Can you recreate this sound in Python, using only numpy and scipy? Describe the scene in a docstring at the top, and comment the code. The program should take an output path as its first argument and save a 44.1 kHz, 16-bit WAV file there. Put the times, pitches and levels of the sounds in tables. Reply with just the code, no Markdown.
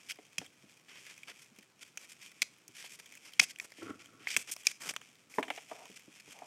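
"""Short scratchy rips and sharp snaps: fingers tear a paper band off a rolled nylon camera strap.
Stick-slip friction of skin and parting fibres makes the rips; the stiff paper buckles and rings.
The handling adds dull thuds and a scuff. Then the strap unrolls and its plastic buckles thud and
knock on a cardboard box, exciting its hollow modes. All is close to a phone in a small quiet room."""
import sys
import numpy as np
from scipy import signal
from scipy.fft import rfft, irfft
from scipy.io import wavfile

SR = 44100
rng = np.random.default_rng(int(sys.argv[2]) if len(sys.argv) > 2 else 0)


def digitize_waveform(pressure):
    """Quantize a signal to 16-bit integers and store it at the path in sys.argv[1].

    Rows of a 2-D input are taken as channels; values are limited to [-1, 1].
    """
    field = np.atleast_2d(pressure).T
    bounded = np.clip(field, -1, 1)
    quanta = np.round(bounded * 32767).astype(np.int16)
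    wavfile.write(sys.argv[1], SR, quanta)


N = 284886
RESPONSE_SAMPLES = 8192  # length of a filter response or a single hit

# Levels are relative; bass and treble are set against the middle range of the same sound.
# Slides and rips of the paper. Each row: start in seconds, length in seconds, level in dB,
# bass in dB, treble in dB.
PAPER_STROKES = [(0.084, 0.035, -43.5, -26, -5), (0.385, 0.081, -62.5, -8, -4.5),
                 (0.875, 0.13, -58, -9.5, -9.5), (1.045, 0.089, -57.5, -10, -6),
                 (1.269, 0.056, -52.5, -6.5, -7.5), (1.382, 0.072, -64.5, -13, 1),
                 (1.807, 0.031, -54, -13, -3), (1.989, 0.069, -62.5, -7, 0), (2.085, 0.055, -59, -20, 1),
                 (2.195, 0.095, -58.5, -16, -3), (2.42, .012, -38.5, -12.5, 0),
                 (2.732, 0.16, -54.5, -15.5, -3), (2.887, 0.08, -60, -15, 2.5),
                 (2.988, 0.019, -54, -9.5, -2), (3.226, 0.092, -60.5, -8.5, -2.5),
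                 (3.393, 0.0045, -26.5, -9, -8), (3.401, 0.051, -42, -22, 1),
                 (3.483, 0.039, -53.5, -19, -0.5), (3.604, 0.063, -64.5, 3.5, 7.5),
                 (3.739, 0.19, -59, -26, -6), (3.987, 0.041, -58.5, -19, -6.5),
                 (4.186, 0.088, -62, -8, -30), (4.269, 0.094, -43, -21, -4.5),
                 (4.356, 0.078, -52.5, -17, 2), (4.47, 0.041, -51, -8.5, -2.5),
                 (4.511, 0.031, -50.5, -18, 11.5), (4.573, 0.051, -62.5, -19, 2),
                 (4.644, 0.083, -50.5, -16, -1.5), (4.796, 0.13, -51, -2, 1.5),
                 (4.888, 0.015, -41, -17, -2), (5.287, 0.14, -63, -2.5, 3),
                 (5.957, 0.021, -54.5, -19, -2.5), (6.197, 0.014, -56, -22, -4),
                 (6.305, 0.032, -59, -5.5, 0)]
# The band buckles or gives way. Each row: time in seconds, level in dB, bass in dB, treble in dB,
# lower ring in Hz, upper ring in Hz.
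PAPER_SNAPS = [(0.108, -44.5, -30, -4, 2630, 5270), (0.1178, -45.5, -15.5, -1.5, 2830, 5240),
               (0.3822, -34, -16, -1, 2700, 5600), (1.2327, -47, -22, -14, 2450, 7450),
               (1.5872, -58.5, -6, 0, 2590, 5500), (1.9735, -44, -9, 1.5, 2670, 6370),
               (2.4191, -27, -26.5, -2.5, 2350, 4600), (2.68, -63, -30, 11.5, 2480, 5940),
               (3.059, -59, -14, -1, 3300, 6850), (3.1525, -57.5, -16, 1.5, 1950, 7300),
               (3.1745, -55, -15, -6, 2600, 7020), (3.335, -54.5, -30, -1, 2950, 4530),
               (3.3964, -17, -21, -7, 2360, 6500), (3.3999, -24.5, -17, 1.5, 2590, 4900),
               (3.56, -51.5, -26, -12, 2860, 6000), (3.5863, -52, -13, -3, 2270, 7350),
               (3.599, -37, -27, -9.5, 2290, 5500), (3.72, -56, -2, -3, 2030, 5330),
               (4.271, -32.5, -10, -37, 2360, 5650), (4.3652, -24.5, -16.5, -7.5, 2530, 8700),
               (4.37, -40.5, 2.5, 10.5, 2480, 6500), (4.5644, -53, 0, 4.5, 2560, 5500),
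               (4.669, -26, -18.5, 4, 2420, 5440), (4.938, -60, 10, 6.5, 2270, 9100),
               (4.9634, -39, -3.5, -5, 2800, 6000), (5.0146, -54, -2, -6.5, 2750, 6860),
               (5.3397, -51, -12.5, -18, 2440, 5400)]
# Buckles and strap strike the box. Each row: time in seconds, level in dB, bass in dB, treble in dB.
BUCKLE_KNOCKS = [(0.187, -62.5, 9.5, 2.5), (0.414, -54, 3, -3), (1.289, -63.5, -3, 2),
                 (2.841, -57, -16, -15), (3.4185, -47.5, -15, -13.5), (5.384, -28, -5.5, -19.5),
                 (5.428, -44, -20, 7), (5.481, -51, -2, 3.5), (5.5021, -37, -13.5, 1.5),
                 (5.576, -46, -19, -1.5), (5.714, -41, -12, -34), (6.419, -48, -7, -29)]
# The strap drags over the box. Each row: start in seconds, length in seconds, level in dB.
STRAP_DRAGS = [(5.68, 0.21, -54.5), (6.333, 0.15, -57)]
# Dull low thuds: hands bumping the roll, and a buckle landing on the box.
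# Each row: time in seconds, level in dB, pitch in Hz.
LOW_THUDS = [(0.384, -47.5, 158), (0.636, -57, 225), (1.516, -61, 214), (1.586, -56.5, 204),
             (2.69, -59.5, 215), (3.402, -45.5, 200), (3.785, -51, 313), (3.823, -41, 293),
             (4.369, -50, 203), (4.873, -53.5, 181), (5.382, -35.5, 308), (5.413, -49, 318),
             (5.898, -53.5, 230), (6.077, -53, 236), (6.278, -56, 230)]
# Envelopes of a dull scuff and of the fingers' light grazing. Each row: time in seconds, level in dB.
SCUFF_ENVELOPE = [(3.76, -88), (3.772, -90), (3.818, -45.5), (3.884, -41.5), (3.962, -59.5), (4.052, -66),
                  (4.24, -59.5)]
GRAZE_ENVELOPE = [(0.0, -53), (0.16, -65.5), (0.81, -66), (1.1, -59.5), (1.76, -68.5), (2.23, -62.5),
                  (2.77, -68), (2.88, -60.5), (3.52, -63), (3.94, -70.5), (4.25, -61.5), (4.43, -57.5),
                  (4.8, -63), (5.07, -63.5), (5.34, -72), (5.52, -53.5), (6.1, -61.5), (6.46, -59)]
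# Resonances of the box and of the scuff. Each row: frequency in Hz, nominal width in Hz, gain in dB.
CARDBOARD_MODES = [(204, 71, -23), (304, 35, -3.5), (459, 37, -4), (745, 190, 6), (933, 160, -3),
                   (1164, 90, -12), (1650, 120, -12.5), (2050, 390, -8.5), (2900, 550, -18.5)]
SCUFF_RESONANCES = [(110.6, 18, 3.5), (283, 126, 5.5), (405, 83, -7.5), (585, 100, -19), (1125, 29, 0),
                    (1355, 133, 2), (1930, 210, -10.5)]
# Spectra of rubbed paper, snapping paper, a knock and the room's hush.
# Each row: frequency in Hz, level in dB.
RUB_SPECTRUM = [(100, -26), (320, -13.5), (800, -17), (1300, -14), (1800, -8.5), (2450, 2), (2800, -5),
                (3200, -3), (4000, -15.5), (5400, -6.5), (8300, -10.5), (10500, -17.5), (14000, -23.5),
                (16000, -49.5)]
CRACK_SPECTRUM = [(80, -25), (300, -20.5), (650, -11.5), (950, -13), (1350, -9.5), (1800, -2.5),
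                  (2450, -0.5), (2850, -8.5), (3250, 3.5), (3900, -8), (6300, -7), (8500, -7), (11000, -10),
                  (16000, -17.5)]
CLACK_SPECTRUM = [(60, -32), (280, 9), (3200, -3), (4500, -18), (8000, -12.5), (15000, -17)]
HUSH_SPECTRUM = [(25, -8.5), (60, -21), (130, -1), (300, -4), (500, -9), (900, -13), (1300, -10.5),
                 (1750, -14), (2450, -22), (3900, -18.5), (7000, -22.5), (16000, -33.5)]


def paper_rips(catch_db=3.5, tilt=0.26):
    """Stick-slip friction: fibres catch and let go over the hiss of skin sliding on paper."""
    out = np.zeros(N)
    catching = undb(catch_db * waver(rate_hz=190))
    fibres = catching * (slips(rate_hz=1300, spread_db=4) + rng.standard_normal(N))
    grips_db = rng.standard_normal((len(PAPER_STROKES), len(RUB_SPECTRUM)))
    for (start, length, db, bass_db, treble_db), grip_db in zip(PAPER_STROKES, grips_db):
        speed = stroke(length, 0)
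        friction = speed * fibres[int(start * SR):][:len(speed)]
        # Every grip damps the sheet differently, and a bright pull reaches further into the top.
        sheet = colour(friction, brighten(RUB_SPECTRUM, tilt * (treble_db + 11.5), grip_db))
        add(out, start, undb(db) * balance(sheet, bass_db, treble_db, 1390, 4800))
    return out


def paper_snaps(band_parts_s=3.39, taut_t60_s=0.024, slack_t60_s=0.014, tilt=0.36):
    """Snap-through buckling: a facet of stiff paper flips and rings at pitches set by its size."""
    out = np.zeros(N)
    for s, db, bass_db, treble_db, lower_hz, upper_hz in list(PAPER_SNAPS) + creases():
        t60 = taut_t60_s if s < band_parts_s else slack_t60_s
        # Loud snaps come from large, slow facets and have less top than tiny ones.
        crack = colour(burst(t60, tick=0.53), brighten(CRACK_SPECTRUM, -tilt * (db + 42)))
        lower_ring = resonate(resonate(crack, lower_hz, 830), lower_hz, 830)
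        upper_ring = resonate(crack, upper_hz, 800)
        facet = crack + 4.1 * lower_ring + 4.05 * upper_ring
        add(out, s, scale_hit(balance(facet, bass_db, treble_db, 1320, 3960), db))
    return out


def creases(count=80, rate_hz=8, scatter_db=5.5, scatter_octaves=0.2, bass_db=-11, treble_db=-2.5):
    """Random buckling: small creases give way, louder under harder rubbing. Rows as in PAPER_SNAPS."""
    gaps, sizes, pitches = np.clip(rng.standard_normal((count, 3)).T, -2, 2)
    times = np.cumsum(np.exp(gaps / 2)) / rate_hz
    levels = np.interp(times, *np.transpose(GRAZE_ENVELOPE)) - 0.5 + scatter_db * sizes
    rings_hz = np.outer(2 ** (scatter_octaves * pitches), (2430, 6000))
    return [(s, db, bass_db, treble_db, *hz) for s, db, hz in zip(times, levels, rings_hz) if s < N / SR]


def buckle_knocks(clack_gain=0.027):
    """Impact excitation: plastic clacks on cardboard, and the hollow box rings briefly."""
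    out = np.zeros(N)
    for s, db, bass_db, treble_db in BUCKLE_KNOCKS:
        contact = burst(t60=0.046, tick=0.21)
        knock = colour(box(contact) + clack_gain * contact, CLACK_SPECTRUM)
        add(out, s, scale_hit(balance(knock, bass_db, treble_db, 458, 2000), db))
    return out


def box(force):
    """Modal superposition: the cardboard box answers a force with the sum of its resonances."""
    return sum(undb(db) * resonate(force, hz, width) for hz, width, db in CARDBOARD_MODES)


def strap_drag():
    """Frictional excitation: the strap's loose end scrapes the box and drives its modes."""
    speed = np.zeros(N)
    for start, length, db in STRAP_DRAGS:
        add(speed, start, stroke(length, db))
    scrape = box(slips(rate_hz=1400, spread_db=0.65))
    return speed * unit(resonate(scrape, hz=610, width_hz=850))


def low_thuds(width_hz=110):
    """Damped impact: a hand on the roll, or a buckle landing on the box, gives a short low thud."""
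    out = np.zeros(N)
    for s, db, hz in LOW_THUDS:
        contact = burst(t60=0.11, tick=0.53)
        thud = resonate(resonate(contact, hz, width_hz), hz, 3 * width_hz)
        add(out, s, scale_hit(unit(thud), db))
    return out


def scuff(level_db=-2, catch_db=3, widening=1.4):
    """Resonant filtering: coarse stick-slip rubbing is heard through a few hollow resonances."""
    catching = undb(catch_db * waver(rate_hz=90))
    friction = catching * (slips(rate_hz=380, spread_db=3) + 0.28 * rng.standard_normal(N))
    body = sum(undb(db) * resonate(resonate(friction, hz, widening * width), hz, widening * width)
               for hz, width, db in SCUFF_RESONANCES)
    return undb(level_db) * envelope(SCUFF_ENVELOPE) * unit(body)


def finger_graze(level_db=-1, shift_db=3):
    """Light friction: the paper crinkles faintly while the fingers shift their grip."""
    friction = slips(rate_hz=700, spread_db=3.6) + 0.7 * rng.standard_normal(N)
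    grip = undb(level_db + shift_db * waver(rate_hz=24))
    return grip * envelope(GRAZE_ENVELOPE) * unit(colour(friction, RUB_SPECTRUM))


def room(x, t60=0.26, wet_db=-19, gap_s=0.014):
    """Reverberation: desk and walls return a faint tail that decays exponentially."""
    t = np.arange(2 * RESPONSE_SAMPLES) / SR
    tail = rng.standard_normal(len(t)) * np.exp(-np.log(1000) * t / t60) * (t > gap_s)
    tail /= np.linalg.norm(tail)
    tail = colour(tail, [(100, 6), (500, 4.5), (2500, -7), (6000, -2), (15000, -7)])
    return x + undb(wet_db) * signal.fftconvolve(x, tail)[:N]


def hush(level_db=-69.5):
    """Stationary noise: the quiet room has a steady low hush."""
    return undb(level_db) * unit(colour(rng.standard_normal(N), HUSH_SPECTRUM))


def slips(rate_hz, spread_db):
    """A Poisson process of tiny slips: many faint, a few strong."""
    sizes = undb(spread_db * np.minimum(rng.exponential(size=N), 3.2))
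    slipping = rng.random(N) < rate_hz / SR
    return unit(slipping * sizes * rng.choice([-1, 1], N))


def stroke(length, db):
    """Amplitude envelope of one rubbing stroke: it takes hold, builds up and lets go."""
    progress = np.linspace(0, 1, int(length * SR))
    swell_db = np.interp(progress, [0, 0.19, 0.66, 1], [-4, -4, 0, -4])
    return undb(db + swell_db) * signal.windows.tukey(len(progress), 0.3)


def burst(t60, tick):
    """A transient: a sharp tick, then an irregular shudder that falls 60 dB in t60 seconds."""
    t = np.arange(RESPONSE_SAMPLES) / SR
    shudder = rng.standard_normal(len(t)) * np.exp(-np.log(1000) * t / t60)
    shudder /= np.linalg.norm(shudder)
    shudder[0] += tick
    return shudder


def waver(rate_hz):
    """Random modulation: a line through rate_hz bounded random values a second."""
    values = np.clip(rng.standard_normal(RESPONSE_SAMPLES), -2, 2)
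    return np.interp(np.arange(N) / SR * rate_hz, np.arange(len(values)), values)


def resonate(x, hz, width_hz):
    """A second-order resonance, with gain 1 at its centre."""
    return signal.lfilter(*signal.iirpeak(hz, hz / width_hz, fs=SR), x)


def colour(x, spectrum):
    """Minimum-phase filtering by a spectrum of (Hz, dB) points."""
    hz, db = np.transpose(spectrum)
    half = RESPONSE_SAMPLES // 2
    grid_hz = np.linspace(1, SR / 2, half + 1)
    gain = undb(np.interp(np.log(grid_hz), np.log(hz), db))
    cepstrum = irfft(np.log(gain))
    cepstrum[1:half] *= 2  # folding onto positive time makes the filter causal
    cepstrum[half + 1:] = 0
    response = irfft(np.exp(rfft(cepstrum)))
    return signal.fftconvolve(x, response)[:len(x)]


def brighten(spectrum, db_per_octave, offsets_db=0, corner_hz=5800):
    """Spectral tilt above a corner frequency, plus an offset at each point."""
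    hz, db = np.transpose(spectrum)
    octaves_above = np.log2(np.maximum(hz / corner_hz, 1))
    return np.transpose([hz, db + offsets_db + db_per_octave * octaves_above])


def balance(x, bass_db, treble_db, low_hz, high_hz):
    """Three-band equalisation: the middle at rms 1, with bass and treble set against it."""
    bands = ((low_hz, "low", bass_db), ([low_hz, high_hz], "band", 0), (high_hz, "high", treble_db))
    return sum(undb(db) * unit(signal.sosfilt(signal.butter(4, hz, kind, fs=SR, output="sos"), x))
               for hz, kind, db in bands)


def envelope(rows):
    """Gain at every sample from (seconds, dB) rows; silent outside them."""
    return undb(np.interp(np.arange(N) / SR, *np.transpose(rows), left=-np.inf, right=-np.inf))


def scale_hit(sound, db):
    """Equal energy: a hit of rms 1 gets the energy of 10 ms at the given level."""
    return sound * undb(db) * np.sqrt(0.01 * SR / RESPONSE_SAMPLES)


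def add(out, s, sound):
    """Superposition: mix a sound in at s seconds."""
    start = max(int(s * SR), 0)
    out[start:start + len(sound)] += sound[:max(N - start, 0)]


def undb(db):
    """Decibels to amplitude ratio."""
    return 10 ** (np.asarray(db) / 20)


def unit(x):
    """Normalisation to rms 1."""
    return x / np.sqrt(np.mean(x ** 2) + 1e-20)


def scene():
    """Superposition: paper and strap sound together in the room, over its steady hush."""
    paper = undb(-0.25) * paper_rips() + finger_graze() + undb(-0.83) * paper_snaps()
    strap = undb(0.2) * buckle_knocks() + strap_drag() + low_thuds() + scuff()
    return (room(paper + strap) + hush())[None]


def record(dry, bass_hz=75, top_hz=16200):
    """Band limiting: the phone thins the deep bass and cuts the top."""
    thin = signal.sosfilt(signal.butter(2, bass_hz, "high", fs=SR, output="sos"), dry)
    return signal.sosfiltfilt(signal.ellip(8, 0.1, 60, top_hz, fs=SR, output="sos"), thin)


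dry = scene()
out = record(dry)
digitize_waveform(out)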